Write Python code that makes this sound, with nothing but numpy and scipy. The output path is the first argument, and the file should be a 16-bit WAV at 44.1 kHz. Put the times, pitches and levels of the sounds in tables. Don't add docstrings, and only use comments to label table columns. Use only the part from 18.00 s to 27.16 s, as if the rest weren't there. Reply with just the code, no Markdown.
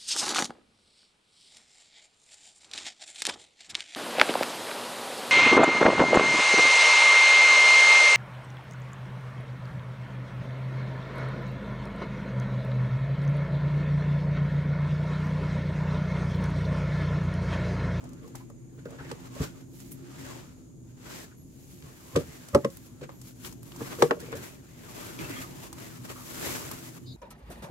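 import sys
import numpy as np
from scipy import signal
from scipy.fft import rfft, irfft, next_fast_len
from scipy.io import wavfile
from scipy.ndimage import uniform_filter1d

SR = 44100
rng = np.random.default_rng(int(sys.argv[2]) if len(sys.argv) > 2 else 0)


def digitize_waveform(pressure):
    field = np.atleast_2d(pressure).T
    bounded = np.clip(field, -1, 1)
    quanta = np.round(bounded * 32767).astype(np.int16)
    wavfile.write(sys.argv[1], SR, quanta)


def invert_db(level):
    return 10 ** (np.asarray(level, dtype=float) / 20)


N = 404075
TIME = np.arange(N) / SR


def evened(x):
    return x / np.sqrt(np.mean(x ** 2) + 1e-20)


def wander(*spans):
    drift = rng.standard_normal(N)
    for span in spans:
        drift = uniform_filter1d(drift, span)
    return evened(drift)


def read(points, hz):
    f, value = np.transpose(points)
    return np.interp(np.log(hz + 1), np.log(f + 1), value)


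def column(rows, index):
    return np.interp(TIME, *np.vstack(rows).T[[0, index]])


def panned(x, pan_db):
    return x * invert_db(np.array([pan_db / 2, -pan_db / 2]).reshape(2, -1))


def add(mix, s, sound):
    part = mix[:, max(round(s * SR), 0):][:, :sound.shape[1]]
    part += sound[:, :part.shape[1]]


def coloured(x, points):
    size = next_fast_len(x.shape[-1])
    gain = invert_db(read(points, np.fft.rfftfreq(size, 1 / SR)))
    return irfft(rfft(x, size) * gain, size)[..., :x.shape[-1]]


def resonate(x, hz, width):
    turn = np.exp(2j * np.pi * np.cumsum(hz * np.ones(x.shape[-1])) / SR)
    r = np.exp(-np.pi * width / SR)
    return 2 * (turn * signal.lfilter([1 - r], [1, -r], x / turn)).real


def pair(x, same):
    same = np.clip(same, -1, 1)
    return np.array([x[0], same * x[0] + np.sqrt(1 - same ** 2) * x[1]])


# pitch_hz, level_db (per Hz)
AIR = [(20, -35), (31, -30), (50, 9.5), (200, 5), (400, -5.5), (630, -13.5), (1000, -22.5), (2000, -36.5),
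       (4000, -32), (8500, -27), (12000, -29.5), (14000, -45), (16500, -38)]
# pitch_hz, likeness (-1 to 1)
AIR_LIKENESS = [(60, .92), (300, .75), (1000, .2), (3000, -.1), (15000, .02)]
# pitch_hz, width_hz, level_db
DRONE = [(48, 41, -8.5), (94, 15, -8.5), (122.8, 12.6, -1), (166.4, 9.8, -7), (258, 14.2, -4),
         (328.2, 26.5, -7)]
# start_s, level_db
DRONE_LEVEL = [(0.0, -39), (0.8, -46.5), (1.0, -43.5), (2.32, -43), (2.5, -46), (3.7, -48.5), (4.1, -50),
               (5.6, -44.5), (6.1, -41.5), (6.7, -49.5), (7.24, -41), (7.6, -43.5), (8.5, -43.5),
               (9.16, -43)]
# pitch_hz, width_hz, level_db
INSECTS = [(6750, 700, -68.5), (11200, 880, -85)]


def yard():
    hz, t, z = signal.stft(rng.standard_normal((2, N + 2048)), SR, nperseg=1024, noverlap=768)
    patches = uniform_filter1d(rng.standard_normal(z.shape[1:]), 12, 0)
    patches = evened(uniform_filter1d(patches, 14, 1))
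    z = pair(z, read(AIR_LIKENESS, hz)[:, None]) * invert_db(read(AIR, hz)[:, None] + 1.5 * patches)
    air = invert_db(-54) * evened(signal.istft(z, SR, nperseg=1024, noverlap=768)[1][:, :N])

    push = pair(rng.standard_normal((2, N)), 0.61)
    pitch_drift = 1 + 0.028 * wander(9000, 9000)
    drone = 0
    for hz, width, db in DRONE:
        hum = resonate(resonate(push, hz * pitch_drift, width), hz, 3.8 * width)
        drone = drone + invert_db(db) * evened(hum)
    drone = invert_db(column(DRONE_LEVEL, index=1) - 3.5) * evened(drone)

    hiss = pair(rng.standard_normal((2, N)), 0.13)
    insects = 0
    for hz, width, db in INSECTS:
        insects = insects + invert_db(db) * evened(resonate(resonate(hiss, hz, width), hz, width))
    return air + drone + insects


# start_s, level_db, lowest_hz, swing_hz
CHURR = [(9.055, -76, 4370, 300), (9.06, -63, 4300, 786), (9.064, -58, 3590, 1800),
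         (9.08, -53.5, 3580, 1751), (9.1, -55, 3580, 1700), (9.124, -52.5, 3560, 1400),
         (9.13, -58, 3850, 900), (9.16, -69, 3750, 500)]
TRILL_HZ, EDGE_HZ = 168, 3480


def bird():
    turns = np.cumsum(TRILL_HZ + 500. * uniform_filter1d(rng.standard_normal(N), 200)) / SR
    swing = 1 - abs(np.sin(np.pi * turns))
    hz = column(CHURR, index=2) + column(CHURR, index=3) * swing ** 0.98
    level_db = column(CHURR, index=1) - 3 * swing
    note = np.sin(2 * np.pi * np.cumsum(hz) / SR) * (TIME > CHURR[0][0]) * invert_db(level_db)
    echoes = rng.standard_normal((2, 1500)) * np.exp(-np.arange(1500) / 300.0)
    echoes = 1.9 * echoes / np.linalg.norm(echoes[0])
    note = 0.9 * note + signal.oaconvolve(note[None], echoes, axes=1)[:, :N]
    return signal.sosfilt(signal.butter(8, EDGE_HZ, "high", fs=SR, output="sos"), note)


# start_s, pitch_hz, level_db
SQUEAKS = [
    [(3.365, 11369, -78), (3.375, 11345, -69), (3.417, 11502, -69), (3.47, 10638, -81)],
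    [(5.11, 11600, -73), (5.14, 12100, -70), (5.17, 11700, -70), (5.215, 11200, -76)],
    [(4.945, 1310, -79), (4.97, 1330, -78), (5.005, 1310, -74)],
    [(0.742, 15600, -80), (0.76, 15650, -81), (0.785, 15600, -84)],
    [(0.85, 15650, -78), (0.862, 15500, -75), (0.88, 15550, -80)],
    [(9.044, 2950, -78), (9.05, 3000, -68.5), (9.056, 3050, -77), (9.085, 3100, -83)],
]


def squeak(rows):
    jitter = 1 + .08 * uniform_filter1d(rng.standard_normal(N), 90)
    tone = np.sin(2 * np.pi * np.cumsum(column(rows, index=1) * jitter) / SR)
    gate = np.clip(np.minimum(TIME - rows[0][0], rows[-1][0] - TIME) / .008, 0, 1)
    return panned(tone * gate * invert_db(column(rows, index=2) + 6.5), .5)


def scrape(s, db, hz, length_s, shares):
    t = np.arange(6000) / SR
    grit = pair(rng.standard_normal((2, len(t))) * invert_db(0.5 * rng.exponential(1, len(t))), 0.67)
    grit = evened(resonate(resonate(grit, hz, shares[0] * hz), hz, shares[1] * hz))
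    return s, invert_db(db) * grit * np.minimum(t / 0.0016, 1) * np.exp(-(t / length_s) ** 2)


# start_s, level_db, pitch_hz,
# length_s
RIM_SCRAPES = [(0.029, -51, 620, 0.033), (0.346, -49, 905, 0.012), (0.402, -55, 980, 0.026),
               (0.501, -57, 1150, 0.0063), (0.78, -68, 1490, .02), (0.854, -50, 1430, .02),
               (0.87, -49.5, 504, 0.13), (0.985, -46.5, 1460, 0.043), (1.042, -52, 1900, 0.027),
               (3.311, -58, 1500, 0.024), (4.155, -32, 1050, 0.009), (6.108, -36, 1510, 0.0097),
               (6.109, -32.5, 2800, 0.0076), (6.327, -52, 1200, .015), (7.188, -47, 2340, 0.061),
               (7.304, -46.5, 2020, 0.16), (8.094, -58, 1700, 0.057), (8.157, -52, 1200, 0.093)]
# start_s,
# level_db, pitch_hz, length_s
HOLLOW_RUBS = [(0.215, -55, 475, .12), (0.235, -58, 1100, 0.026), (4.57, -24.5, 527, 0.017),
               (4.6, -48, 556, 0.018), (4.69, -43, 157, 0.034), (6.166, -36.5, 500, 0.016),
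               (6.222, -50, 460, 0.038), (6.322, -38.5, 470, 0.043), (7.186, -35.5, 329, 0.041),
               (7.288, -40.5, 300, .05), (4.186, -36, 510, 0.033), (4.2, -41.5, 226, 0.036),
               (6.02, -20, 996, .008), (6.047, -31, 400, .022), (5.806, -42, 1170, 0.015),
               (7.2, -40.5, 150, 0.056), (1.003, -53, 900, 0.048), (1.41, -60, 2600, 0.05),
               (7.772, -51, 320, 0.025)]
# start_s, level_db, pitch_hz, length_s
SACK_WHISTLES = [(7.227, -46.5, 2640, 0.042), (7.238, -55, 1350, .03), (7.312, -47, 2750, 0.032),
                 (7.361, -44, 1240, 0.033), (7.361, -46.5, 3250, 0.035), (7.365, -54, 1930, .03),
                 (7.406, -50, 1240, 0.053), (7.408, -52, 2560, 0.031), (7.417, -54, 1900, .025)]


def scrapes(mix):
    broad, narrow, fine = (0.17, 2.6), (0.17, 0.23), (0.035, 0.08)
    for rows, shares in [(RIM_SCRAPES, broad), (HOLLOW_RUBS, narrow), (SACK_WHISTLES, fine)]:
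        for row in rows:
            add(mix, *scrape(*row, shares))


def tick(s, peak_db, hz, body_db):
    t = np.arange(1500) / SR
    puff = pair(rng.standard_normal((2, len(t) + 1)), 0.3)[:, 1:]
    edge = resonate(resonate(puff, hz, 0.62 * hz), hz, 2.0 * hz)
    edge = edge * np.minimum(t / 0.002, 1) * (np.exp(-t / 0.0044) + 0.26 * np.exp(-t / 0.006))
    body = resonate(resonate(puff * np.exp(-t / 0.0022), 850.0, 760.0), 970.0, 1220.0)
    sound = edge / abs(edge).max() + invert_db(body_db + 10.5) * body / abs(body).max()
    return s, invert_db(peak_db - 3.5) * sound


# start_s, peak_db, body_db (over the snap)
NAIL_TICKS = [(0.0394, -42, -8), (0.09, -41, -18), (0.1313, -41, -16), (0.2763, -42, -12),
              (0.3527, -29.5, -9.5), (0.4992, -44, -10), (0.905, -38, -22), (1.351, -39, -25),
              (1.801, -34.5, -21), (4.157, -45, -23.5), (4.485, -31, -23), (4.5475, -25, 1.5),
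              (4.701, -35.5, -26), (5.214, -34, -35), (5.5244, -33, -20), (5.7603, -31.5, -18),
              (6.201, -31.5, -23), (6.318, -34, -19), (6.353, -31, -25), (7.7274, -28.5, -15)]
WALL_TICKS = [(1.0022, -44, -4), (1.113, -44.5, 9.5), (4.158, -28.5, 1), (4.6463, -35, 6), (5.011, -42, -8),
              (5.092, -50.5, 11.5), (5.446, -29, -23), (5.718, -34.5, -15), (6.0224, -19.5, 9.5),
              (6.109, -30, 11.5), (6.328, -39, 8), (7.189, -29, -23), (7.783, -37, -11), (8.092, -33, -21)]
SACK_TICKS = [(1.918, -35, -23), (4.769, -30.5, -47), (5.6292, -33.5, -23), (8.7123, -23, -19),
              (8.965, -41.5, -22.5)]


def ticks(mix):
    for hz, rows in [(7460, NAIL_TICKS), (2830, WALL_TICKS), (10900, SACK_TICKS)]:
        for s, peak_db, body_db in rows:
            add(mix, *tick(s, peak_db, hz, body_db))


def blow(modes, s, peak_db, crack_db, damping, rattle_s, push_db):
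    t, lead = np.arange(7000) / SR, .02
    late, early = np.maximum(t - lead, 0), np.maximum(lead - t, 0)
    ring = 0
    for hz, db, t60 in modes:
        swell = 1 - np.exp(-.9 * hz * t)
        detune = rng.uniform(0.99, 1.01) + rng.normal(0, hz * .4e-5, (2, 1))
        ring = ring + invert_db(db - 60 * t * damping / t60) * swell * np.sin(2 * np.pi * hz * detune * t)
        ring = ring + invert_db(db - 12 - 58 * t * damping / t60) * swell * np.sin(2 * np.pi * hz * .96 * t)
    full = np.exp(-((late - 0.1483 * rattle_s) / 0.00021) ** 2)
    rattle = 0.1 * rng.standard_normal(len(t)) * np.exp(-early / 0.0084 - late / rattle_s)
    ring = signal.fftconvolve(ring, (full + rattle)[None], axes=1)[:, :len(t)]
    lowest_hz = modes[0][0]
    ring = signal.sosfilt(signal.butter(2, 0.5 * lowest_hz, "high", fs=SR, output="sos"), ring)
    ring = ring * (1 + 0.95 * np.exp(-late / 0.0089))
    dipped = signal.lfilter(*signal.iirnotch(762, 3.5, SR), ring)
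    ring = ring + 0.92 * (dipped - ring)

    push = np.exp(-early / 0.0057 - late / 0.013) * np.sin(2 * np.pi * 0.65 * lowest_hz * (t - lead))
    crack = pair(rng.standard_normal((2, len(t))), 0.44) * np.exp(-early / 0.00051)
    crack = crack * (np.exp(-late / 0.0037) + 0.13 * np.exp(-late / 0.014))
    crack = coloured(crack, [(400, 2), (1200, 12.5), (3000, 8.5), (8000, 3.5), (16000, -13.5)])
    sound = ring / abs(ring).max() + invert_db(push_db) * push + invert_db(crack_db) * crack
    return s - lead, panned(invert_db(peak_db) * sound, 0.4)


def strike(mix, modes, rows, rattle_s, push_db):
    for row in rows:
        add(mix, *blow(modes, *row, rattle_s, push_db))


# pitch_hz, level_db, decay_s (60 dB)
TRAY = [
    (76.5, 12, 0.051),
    (150.4, 9.5, 0.048),
    (257, -4, 0.082),
    (428, -11.5, 0.17),
    (629, -21, 0.25),
    (1144, -17, 0.046),
]
# start_s, peak_db, crack_db (over the ring), damping (factor)
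TRAY_BLOWS = [(0.778, -38.5, -34, 2.3), (1.003, -35, -36, 1.9), (1.402, -19, -41, 1.3),
              (3.824, -38.5, -14, 0.3), (4.15, -23.5, -45, .6), (4.225, -42, -43, 0.45),
              (4.274, -37.5, -45, .6), (4.536, -28.5, -45, 0.62), (6.191, -42, -45, 0.32)]


def tray(mix):
    strike(mix, TRAY, TRAY_BLOWS, rattle_s=0.0111, push_db=-13.5)


# pitch_hz, level_db, decay_s (60 dB)
TUB = [(160, -7.5, 0.24), (265, -13.5, 0.09), (360, -4.5, 0.099), (402, 1, 0.2), (490, 7.5, 0.11),
       (627, -13.5, 0.17), (985, -15, 0.033), (1140, -7, 0.072), (1180, -25, .045), (1400, -21, 0.06),
       (1700, -9, 0.039), (2340, -14, 0.04)]
TUB_RIM = [(302, -9, .08), (400, -8.5, 0.17), (479, -0.5, 0.081), (620, -4.5, 0.067), (787, -5.5, .07),
           (1125, -4.5, 0.044), (1360, -3.5, .04), (1795, -20, 0.046), (3100, -26, .02)]
LID = [(127, -13.5, 0.13), (287, -3.5, 0.048), (470, -10, 0.066), (810, -9, 0.044), (1180, -17, 0.018),
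       (1674, -21, .05)]
# start_s, peak_db, crack_db (over the ring), damping (factor)
TUB_BLOWS = [
    (5.984, -28.5, -40, 0.54),
    (6.001, -26.5, -32, 1.2),
    (6.024, -5, -18.5, 1.74),
    (6.045, -24, -40, 0.66),
    (6.168, -34.5, -30, 2.4),
    (6.224, -37, -28, 0.63),
    (6.283, -35, -30, 1.8),
]
RIM_BLOWS = [
    (6.1, -29, -35, 1.4),
    (6.11, -13, -48, 1.6),
    (6.121, -37, -38, 1.1),
]
LID_BLOWS = [
    (5.803, -31, -40, 1.5),
    (5.812, -24, -40, 1.6),
]


def tub(mix):
    for modes, rows in [(TUB, TUB_BLOWS), (TUB_RIM, RIM_BLOWS), (LID, LID_BLOWS)]:
        strike(mix, modes, rows, rattle_s=0.01347, push_db=-39)


# pitch_hz, level_db, decay_s (60 dB)
JUG_SIDE = [(152, 0.5, 0.16), (313, 1, 0.076), (403, 1.5, 0.14), (491, 5.5, 0.12), (550, -17, 0.13),
            (984, -18, 0.077), (1184, -11.5, 0.09), (1645, -19, 0.049), (1760, -20, 0.073),
            (2350, -33, .05)]
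JUG_BASE = [(122.7, -4, 0.071), (190, -4.5, 0.085), (238, -5.5, 0.087), (300, -5, 0.094), (398, -3.5, 0.17),
            (502, -5.5, 0.073), (556, 2.5, 0.11), (685, -11, .08), (855, -10, 0.11), (1065, -18, 0.073),
            (1123, -5, 0.043), (1200, -8.5, 0.054), (1580, -15, 0.072), (1955, -11, 0.04)]
JUG_HEEL = [(210, -3.5, 0.082), (314, -6.5, 0.1), (490, -5.5, 0.11), (542, -2, 0.11), (840, -23, 0.04),
            (1100, -7.5, 0.059), (1604, -26, 0.061), (2010, -7, 0.036)]
# start_s, peak_db, crack_db (over the ring), damping (factor)
SIDE_BLOWS = [(0.855, -29.5, -26, 2.1), (1.048, -41, -15, 1.2), (1.115, -29, -10.5, 2.3),
              (4.161, -10, -18, 1.2), (4.172, -18, -20, 1.6), (5.016, -30.5, -23, 1),
              (5.032, -36, -24, 1.7), (5.046, -46, -19, 2.3), (6.326, -36, -29, 1.1),
              (6.35, -29.5, -31, 5.1)]
BASE_BLOWS = [
    (1.362, -35, -35, 3.6),
    (4.548, -5, -22, 1.2),
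    (4.572, -29, -38, 0.82),
    (4.585, -35, -33, 1.5),
    (0.098, -52, -45, 1.5),
    (0.122, -52, -45, 1.5),
    (8.443, -43, -8, 0.77),
]
HEEL_BLOWS = [
    (4.647, -12.5, -23.5, 1.28),
    (0.5, -43.5, -33, 1),
    (5.093, -40, -20, 1.8),
]


def jug(mix):
    strike(mix, JUG_SIDE, SIDE_BLOWS, rattle_s=0.0139, push_db=-15)
    for modes, rows in [(JUG_BASE, BASE_BLOWS), (JUG_HEEL, HEEL_BLOWS)]:
        strike(mix, modes, rows, rattle_s=0.01024, push_db=-17)


# start_s (of the peak), level_db (dull slide), bright_db, rise_s, fall_s
SCOOPS = [(0.0, -58, -3.5, .1, 0.74), (0.25, -67, -6, 0.054, 0.047), (0.284, -61.5, 3.5, 0.092, 0.1),
          (0.356, -54, 4, 0.0085, 0.11), (0.794, -59, -2.5, 0.02, 0.06), (0.9, -57, -2.5, 0.042, 0.39),
          (1.1, -48.5, -3, 0.21, 0.083), (1.255, -53, 0, 0.55, 0.09), (1.61, -58.5, 2, 0.48, 0.066),
          (3.32, -69, -12, 0.054, 0.032), (3.86, -57, 1, 0.12, 0.86), (4.12, -62.5, 9, 0.65, 0.072),
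          (4.2, -48, 1.5, 0.19, 0.069), (4.3, -53.5, 3.5, 0.27, 1), (5.036, -45.5, -4, 0.022, 0.037),
          (5.094, -57, -4, 0.0078, 0.15), (6.33, -42, -26, 0.028, 0.14)]
POURS = [(1.44, -41, 2, 0.14, 0.075), (2.19, -56.5, 5, 0.064, 0.5), (2.27, -54.5, 3.5, 0.38, 0.26),
         (2.32, -47, 0.5, 0.36, 0.21), (2.45, -71, 3, 0.16, 0.22), (2.92, -70, 6, 0.12, 0.04),
         (3.07, -50.5, -2, 0.045, 0.23), (3.12, -47.5, 2.5, 0.12, 0.16), (3.17, -46.5, 4, 0.18, 0.14),
         (3.22, -54, 6, 0.17, 0.085)]
STIRS = [(5.46, -48.5, 3.5, 0.084, 0.1), (5.86, -46.5, -2, 0.22, 0.17), (5.93, -41.5, -9, 0.068, 0.047),
         (6.03, -44.5, -0.5, 0.24, 0.16), (6.21, -49.5, -4, 0.072, 0.29), (6.44, -48, -1.5, 0.17, 0.2),
         (7.016, -44.5, -2.5, 0.37, 0.42), (7.21, -40.5, -5.5, 0.036, 0.32),
         (7.42, -45.5, -0.5, 0.52, 0.11), (7.656, -49, -1.5, 0.3, 0.094), (7.826, -48.5, -2, 0.18, 0.29),
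         (7.96, -53, -1.5, 0.12, 0.061), (8.052, -45, -2.5, 0.017, 0.03), (8.104, -43, -4.5, 0.041, 0.057),
         (8.3, -52.5, 4.5, 0.45, 0.95), (8.46, -38, -1.5, 0.23, 0.14), (8.512, -39, -0.5, 0.1, 0.4),
         (8.715, -41, -5, 0.019, 0.067), (8.89, -52, 1.5, 0.39, 0.076), (8.976, -53, -6, 0.025, 0.033)]
BRUSHES = [(1.74, -70, 2.5, 0.03, 0.36), (1.82, -65, 0.5, 0.19, 0.21), (1.96, -71, -1, 0.13, 0.04),
           (1.92, -76, 12.5, 0.012, 0.039), (3.72, -67, 1, 0.38, 0.25), (4.53, -69, 0, 0.048, 0.4),
           (4.72, -71.5, 3.5, 0.08, 0.33), (4.87, -68, 1.5, 0.12, 0.037), (5.68, -66, 1.5, 0.096, 0.31),
           (6.37, -54, 1, 0.023, 0.026), (5.274, -59.5, 1, 0.12, 0.1)]
# fizz_db and crisp_db over the slide, lean (crisp dB per dB of brightness)
SCOOP_SKIN, POUR_SKIN = (-7, -12.5, 1.7), (-7, -15, 1.7)
STIR_SKIN, BRUSH_SKIN = (-3, -4.5, 1.27), (3.7, 2.7, 2.2)
SLOPE_DB, BEND = 20, 0.99
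HANDS_LIFT_S, LIFT_S, LIFT_DB = 8.98, 0.018, -5


def strokes():
    t, power = TIME[::64], 1e-11
    for rows, (fizz_db, crisp_db, lean) in [(SCOOPS, SCOOP_SKIN), (POURS, POUR_SKIN),
                                            (STIRS, STIR_SKIN), (BRUSHES, BRUSH_SKIN)]:
        s, db, bright_db, rise, fall = np.transpose(rows)[..., None]
        level_db = db - SLOPE_DB * np.maximum((s - t) / rise, (t - s) / fall) ** BEND
        layers_db = level_db + np.array([0 * db, fizz_db + bright_db, crisp_db + lean * bright_db])
        power = power + (invert_db(layers_db) ** 2).sum(axis=1)
    lift = invert_db(LIFT_DB * np.clip((TIME - HANDS_LIFT_S) / LIFT_S, 0, 1))
    return [lift * np.interp(TIME, t, np.sqrt(p)) for p in power]


def grains(per_s, spread_db, same):
    sizes = invert_db(spread_db * np.minimum(rng.exponential(1, (2, N)), 5))
    hits = sizes * (rng.random((2, N)) < per_s / SR)
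    return pair(hits * rng.choice([-1., 1.], (2, N)), same)


# pitch_hz, level_db (per Hz)
SLIDE = [(210, 0.5), (350, 5.5), (526, -2), (577, 1), (744, -5), (980, -3.5), (1340, -6), (2280, -7),
         (4000, -14.5), (5200, -19.5), (8800, -120)]
FIZZ = [(1200, -3.5), (2500, 3.5), (4000, 3.5), (7500, 6), (9000, -5.5), (12000, -37)]
CRISP = [(5000, -23.5), (8500, -6), (12000, 5), (14000, -3), (15800, -3), (16500, -43)]
# start_s, pan_db (left minus right)
HANDS_PAN = [(0.0, .6), (1.58, 0.3), (1.89, -2.5), (2.19, 1.5), (5.1, 0.8), (5.5, 5.5), (5.74, 1.3),
             (8.29, 2), (9.16, 1)]


def worms():
    clumps_db = 1.2 * wander(1100)
    dull, dry, sharp = strokes() * invert_db(clumps_db + 2.0)
    slide = coloured(grains(6000., 2.37, 0.12), SLIDE)
    hollow_hz = 1400.0 * 1.33 ** wander(4000, 4000)
    slide = evened(slide + 1.09 * resonate(slide, hollow_hz, 190.0)) * dull
    patter = grains(14000., 3.2, 0.013)
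    fizz = evened(coloured(patter, FIZZ)) * dry
    crisp = evened(coloured(patter, CRISP)) * sharp
    return panned(slide + fizz + crisp, column(HANDS_PAN, index=1))


def shed(x):
    t = np.arange(8000) / SR
    tail = pair(rng.standard_normal((2, 8000)), 0.78)
    tail = tail * invert_db(-60 * t / 0.1) * np.clip((t - .004) / 0.00089, 0, 1)
    tail = coloured(tail, [(100, 5.5), (1000, -1.0), (4000, -5.5), (16000, -7.5)])
    return signal.fftconvolve(x, tail / np.linalg.norm(tail[0]), axes=1)[:, :N]


def spaced(x):
    at_sack = (TIME > 6.55) & (TIME < 7.95)
    left_lag = np.where(at_sack, -15, 7)
    return np.array([x[0, np.clip(np.arange(N) - left_lag, 0, N - 1)], x[1]])


def scene():
    knocks = np.zeros((2, N))
    for play in [scrapes, ticks, tray, tub, jug]:
        play(knocks)
    handling = spaced(knocks + worms()) + invert_db(-15.0) * shed(knocks)
    return yard() + bird() + sum(map(squeak, SQUEAKS)) + handling


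def roll_off(x):
    return signal.sosfilt(signal.butter(12, 16800, fs=SR, output="sos"), x)


# pitch_hz, level_db (of the side signal)
WIDTH = [(50, -3), (110, -2.5), (220, 3), (700, 0.5), (1300, 1), (2500, -0.5), (8000, 0.5)]


def record(dry):
    mid, side = (dry[0] + dry[1]) / 2, coloured((dry[0] - dry[1]) / 2, WIDTH)
    highpass = signal.butter(4, 42., "high", fs=SR, output="sos")
    cut = signal.sosfilt(highpass, np.array([mid + side, mid - side]))
    lowpass = signal.firwin(1023, 15830, window=("kaiser", 8), fs=SR)
    low = signal.oaconvolve(cut, lowpass[None], "same")
    mix = low + invert_db(-38) * (cut - low)
    return roll_off(mix)


dry = scene()
out = record(dry)
digitize_waveform(out)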